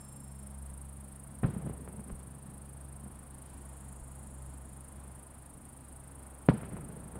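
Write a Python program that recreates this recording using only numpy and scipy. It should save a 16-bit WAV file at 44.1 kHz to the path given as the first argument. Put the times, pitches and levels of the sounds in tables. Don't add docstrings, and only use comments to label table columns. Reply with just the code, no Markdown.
import sys
import numpy as np
from scipy import signal
from scipy.fft import rfft, irfft, next_fast_len
from scipy.io import wavfile
from scipy.ndimage import map_coordinates

SR = 44100
rng = np.random.default_rng(int(sys.argv[2]) if len(sys.argv) > 2 else 0)


def output_pcm(signal):
    pcm = np.clip(np.atleast_2d(signal).T, -1, 1) * 32767
    wavfile.write(sys.argv[1], SR, np.round(pcm).astype(np.int16))


def magnitude_from_level(level_db):
    exponent = np.asarray(level_db, float) / 20
    return 10 ** exponent


N = 317079
T = np.arange(N) / SR

# (time [s], peak [dB], length [ms], street ring [dB])
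WALL_ECHOES = [(1.55, -38, 0.63, -9), (1.563, -33.5, 3.1, 14.5), (1.664, -35, 1.1, -15),
               (1.668, -33, 1.3, -9), (1.6708, -31, 3.3, 9), (1.6965, -30.5, 0.93, -9),
               (1.8768, -33, 0.62, -12), (1.9948, -38, 0.78, 11), (2.0968, -41, 0.44, -9),
               (2.1017, -34.5, 0.64, -7), (3.037, -42.5, 2.3, 9), (3.061, -39.5, 3, 4), (3.1, -38, 3.2, -1),
               (6.632, -31, .9, -10), (6.733, -32.5, 2.7, -6), (6.7679, -32, 0.57, 12),
               (7.156, -34, 0.67, -10), (7.1601, -31.5, 2.8, -2)]


def unit(x):
    return x / np.sqrt(np.mean(x ** 2) + 1e-20)


def curves(rows):
    s, *columns = np.transpose(rows)
    return [np.interp(T, s, column) for column in columns]


def wobble(rate):
    knots = rng.standard_normal(int(N * rate / SR) + 4)
    return map_coordinates(knots, [T * rate])


def filtered(x, response):
    m = next_fast_len(N + SR // 2)
    spectrum = rfft(x, m) * response(np.fft.rfftfreq(m, 1 / SR))
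    return irfft(spectrum, m)[:N]


def coloured(x, points):
    hz, db = np.transpose(points)
    return unit(filtered(x, lambda f: magnitude_from_level(np.interp(np.log(f + 1), np.log(hz), db, -120, -120))))


def resonance(f, hz, width):
    return 1j * f * width / (hz * hz - f * f + 1j * f * width)


def grainy(spread_db, rate):
    return rng.standard_normal(N) * magnitude_from_level(spread_db * wobble(rate))


def dying(starts, t60):
    kicks = np.zeros(N)
    for s, db in starts:
        kicks[int(s * SR) + 1] += magnitude_from_level(2 * db)
    return signal.lfilter([1], [1, -magnitude_from_level(-120 / t60 / SR)], kicks)


def blasts():
    # (time [s], peak [dB], length [ms], rise [ms], street ring [dB])
    pushes = [
        (1.4333, -19, 12, .3, -20),
        (1.4421, -11.5, 7, 2.4, -10),
        (1.4498, -14.5, 6, 2, 0),
        (6.4881, -10.3, 4.6, .55, -20),
        (6.4948, -10, 3.6, 1.4, 3),
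    ]
    # (time [s], peak [dB], length [ms], rise [ms])
    pulls = [
        (1.4306, -19, 7, 2.6),
        (1.4368, -24, 1.6, .3),
        (6.485, -14.5, 12, 1.5),
        (6.4875, -8.8, .65, .26),
        (6.4916, -23, .6, .25),
    ]
    # (frequency [Hz], width [Hz])
    street = (196, 33)
    ground_hz = 95
    air_hz = 4800

    fronts = [(1, *row) for row in pushes]
    fronts += [(-1, *row, -20) for row in pulls]
    for s, db, length, ring_db in WALL_ECHOES:
        rise = .42 * length ** 1.05
        fronts.append((1, s, db, length, rise, ring_db))

    push, boom = np.zeros(N + SR), np.zeros(N + SR)
    ms = np.arange(SR // 10) / SR * 1000
    for sign, s, db, length, rise, ring_db in fronts:
        front = (1 - ms / length) * np.exp(-ms / length) * (1 - np.exp(-(ms / rise) ** 2))
        front *= sign * magnitude_from_level(db) / front.max()
        first = round(s * SR)
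        push[first:][:len(ms)] += front
        boom[first:][:len(ms)] += front * magnitude_from_level(ring_db)

    def path(f):
        air = 1 / (1 + 1.5j * f / air_hz - (f / air_hz) ** 2) ** 2
        ground = 1j * f / ground_hz * resonance(f, ground_hz, ground_hz * 1.2) / 1.2
        return air * ground

    ringing = filtered(boom[:N], lambda f: resonance(f, *street))
    return filtered(push[:N] + ringing, path)


def roll():
    # (time [s], near walls [dB], far city [dB], brightness [dB a layer])
    bursts = [
        (1.432, -24, -40.5, -1.5),
        (6.487, -21, -41.5, 1),
    ]
    # (near level [dB], near t60 [s], far level [dB], far t60 [s], build-up [s])
    layers = [
        (0.5, 0.23, -1, 4.34, 0.042),
        (7, 0.074, -10, 2.7, .027),
        (-18.5, 0.14, -15.5, 1.93, 0.0022),
        (-28, .06, -24, 0.68, 0.0027),
    ]
    # (frequency [Hz], level [dB])
    boom_tone = [(40, -39), (90, -5.5), (140, 2), (200, -1), (300, -11.5), (500, -16.5)]
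    rattle_tone = [(200, -33), (350, 0.5), (500, 1), (800, -2.5), (1200, -10.5), (1800, -43)]
    hiss_tone = [(800, -12), (1300, 2.5), (2200, -6.5), (3300, -16.5), (4500, -36), (6000, -60)]
    crack_tone = [(1500, -25), (2500, 0), (4300, -5), (5500, -12), (6500, -48)]
    tones = boom_tone, rattle_tone, hiss_tone, crack_tone
    trails_db = -11.5, -21, -29, -47

    walls = [echo[:2] for echo in WALL_ECHOES]
    trail = abs(dying(walls, 0.14) - dying(walls, .02))
    out = np.zeros(N)
    for k, (tone, layer, trail_db) in enumerate(zip(tones, layers, trails_db)):
        near_db, near_s, far_db, far_s, build = layer
        power = dying([(s, near + near_db + k * bright) for s, near, far, bright in bursts], near_s)
        power += dying([(s, far + far_db + k * bright) for s, near, far, bright in bursts], far_s)
        power += trail * magnitude_from_level(2 * trail_db)
        for s, *_ in bursts:
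            power *= np.where(T < s, 1, np.clip((T - s) / build, 0, 1) ** 4)
        out += np.sqrt(power) * coloured(grainy(spread_db=2.5, rate=90), tone)
    return out


def thuds():
    # (time [s], peak [dB], length [ms])
    mortars = [
        (2.124, -35, 12),
        (4.012, -39, 12),
    ]
    out = np.zeros(N)
    for s, db, ms in mortars:
        x = (T - s) * 2000 / ms - 1
        out -= magnitude_from_level(db) * (1 - x ** 2) * np.exp(-x ** 2 / 2)
    return out


def katydid():
    # (time [s], level [dB])
    song_levels = [(0, -57), (1, -57), (2, -57.5), (3, -58), (4, -58.5), (5, -58.5), (6, -58), (7.19, -57)]
    # (frequency [Hz], width [Hz], level [dB])
    wing_modes = [(8650, 550, 4), (9230, 430, 5), (9940, 870, 2), (11380, 1350, -6), (13000, 580, -8),
                  (13900, 480, -7), (15300, 1600, -11)]
    # (rest [dB], full at [share of stroke], held to [share],
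    # sag [dB], let go at [share], level then [dB])
    low_stroke = (-16, 0.41, .57, -3.5, 0.61, -6)
    high_stroke = (-13.5, .39, .63, -4, .69, -12.5)

    share = (.13 + 26.105 * T - .0215 * T ** 2 / 2 + .025 * wobble(4.8)) % 1
    vigour = 1 + .06 * wobble(30)
    teeth = np.cumsum(572 * (1 + 0.061 * wobble(60))) / SR
    clicks = unit(np.diff(np.floor(teeth), prepend=0) * magnitude_from_level(2.6 * rng.standard_normal(N)))
    blur = magnitude_from_level(-5.0) * rng.standard_normal(N)

    def wing(f, modes):
        edge = (1j * f / 8300 * resonance(f, 8210, 5140)) ** 4
        return edge * sum((-1) ** k * magnitude_from_level(db) * resonance(f, hz, w) for k, (hz, w, db) in enumerate(modes))

    song = 0
    for modes, stroke, blur_db in ((wing_modes[:4], low_stroke, -1.5), (wing_modes[4:], high_stroke, 5)):
        rest_db, full, held, sag_db, loose, loose_db = stroke
        press_db = np.interp(share, [0, full, held, loose, 1], [rest_db, 0, sag_db, loose_db, rest_db])
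        press_db = vigour * press_db
        drive = clicks * magnitude_from_level(1.45 * press_db) + blur * magnitude_from_level(0.83 * press_db + blur_db)
        song += filtered(drive, lambda f: wing(f, modes))
    return magnitude_from_level(curves(song_levels)[0] + 0.51 * wobble(35)) * unit(song)


def compressor():
    # (time [s], frequency [Hz], level [dB], fall to the second multiple [dB])
    shaft = [(0, 68, -55.5, -2.5), (.6, 68.1, -44.5, 10), (1, 67.9, -50.5, 4.5), (1.3, 67.8, -52.5, 2),
             (1.7, 68, -47.5, 18), (2.3, 68.1, -53, 0), (3.05, 68.15, -49.5, 6.5), (3.15, 67.34, -51.5, 6),
             (3.6, 66.7, -49.5, 6.5), (4, 66.63, -48.5, 5.5), (4.5, 66.6, -48.5, 5.5),
             (5.05, 66.86, -50, 6), (5.45, 67.1, -56, 6), (6.1, 66.35, -52.5, 5.5), (7.19, 65.1, -52.5, 15)]
    hz, db, fall_db = curves(shaft)
    third_db = db - 0.74 * fall_db - 4 - 1.6 * T
    turn = 2 * np.pi * np.cumsum(hz + .4 * wobble(8)) / SR
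    out = np.zeros(N)
    for order, order_db in enumerate((db, db - fall_db, third_db), 1):
        size = np.sqrt(2) * magnitude_from_level(order_db + 1.6 * wobble(6.3))
        out += size * np.cos(order * turn + 0.33 * wobble(6.7))
    return out


def brakes():
    # (frequency [Hz], level at start [dB], t60 [s], roughness [Hz])
    whistles = [
        (7469, -63, 2.1, 3),
        (5276, -76, 4.5, 4),
        (5430, -80, 4, 35),
    ]
    out = np.zeros(N)
    for hz, db, t60, rough in whistles:
        size = np.sqrt(2) * magnitude_from_level(db - 60 * T / t60 - 40 * T ** 4 + 1.5 * wobble(20))
        out += size * np.sin(2 * np.pi * np.cumsum(hz + rough * wobble(250)) / SR)
    return out


def far_insect():
    # (time [s], level [dB])
    swell = [
        (0, -73),
        (3.1, -83),
        (3.75, -65),
        (4.3, -64.5),
        (5.2, -73.5),
        (7.19, -78),
    ]
    # (frequency [Hz], level [dB per Hz])
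    rasp_tone = [(6000, -30), (6800, -6), (7500, -2.5), (8500, -6), (10000, 0), (12000, -25)]
    return magnitude_from_level(curves(swell)[0]) * coloured(grainy(spread_db=0.0, rate=69), rasp_tone)


def traffic():
    # (time [s], level [dB])
    flow = [(0, -61.5), (1.3, -61), (1.7, -61), (2.3, -60.5), (3.2, -60), (4.2, -59.5), (5.04, -58.5),
            (5.54, -60), (6.5, -58.5), (7.19, -56.5)]
    # (frequency [Hz], level [dB per Hz])
    wash_tone = [(200, -12), (300, 2), (390, -1.5), (660, 0.5), (1000, -1.5), (1500, -8), (2200, -17.5),
                 (3500, -27)]
    rumble_tone = [(15, -11), (30, 5.5), (50, -4), (90, 1.5), (120, -2.5), (250, -1), (350, -12.5),
                   (500, -35.5)]
    spray_tone = [(1000, -16), (1800, -5.5), (3000, -8.5), (4500, -11.5), (6000, -15.5), (8000, -5.5),
                  (12000, -25), (15800, -17)]
    # (time [s], length [s], level [dB])
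    passing_car = (3.52, .2, 2.7)
    # (time [s], length [s], level [dB], frequency [Hz], width [Hz])
    load_groan = (.49, .12, -65, 600, 90)

    wash_db, = curves(flow)
    swell_db = wash_db - wash_db.mean()
    wash = magnitude_from_level(wash_db + .6 * wobble(3.23)) * coloured(grainy(spread_db=0.3, rate=25), wash_tone)

    s, length, car_db = passing_car
    spray_db = -71 + 0.079 * swell_db + car_db * np.exp(-((T - s) / length) ** 2)
    spray = magnitude_from_level(spray_db) * coloured(grainy(spread_db=0.66, rate=20), spray_tone)

    rumble_db = -56 + 0.98 * swell_db + 0.33 * wobble(2.995)
    rumble = magnitude_from_level(rumble_db) * coloured(grainy(spread_db=2.0, rate=11), rumble_tone)

    s, length, db, hz, width = load_groan
    groan = unit(filtered(rng.standard_normal(N), lambda f: resonance(f, hz, width) ** 2))
    groan *= magnitude_from_level(db) * np.exp(-((T - s) / length) ** 2)
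    return wash + spray + rumble + groan


def scene():
    fireworks = blasts() + roll() + thuds()
    insects = katydid() + far_insect()
    return (fireworks + insects + compressor() + brakes() + traffic())[None]


def band_limit(x):
    return signal.sosfilt(signal.butter(12, 15950, fs=SR, output="sos"), x)


def record(dry):
    heard = filtered(dry[0], lambda f: 1j * f / (28 + 1j * f) * (f < 15850))
    return band_limit(heard[None])


dry = scene()
out = record(dry)
output_pcm(out)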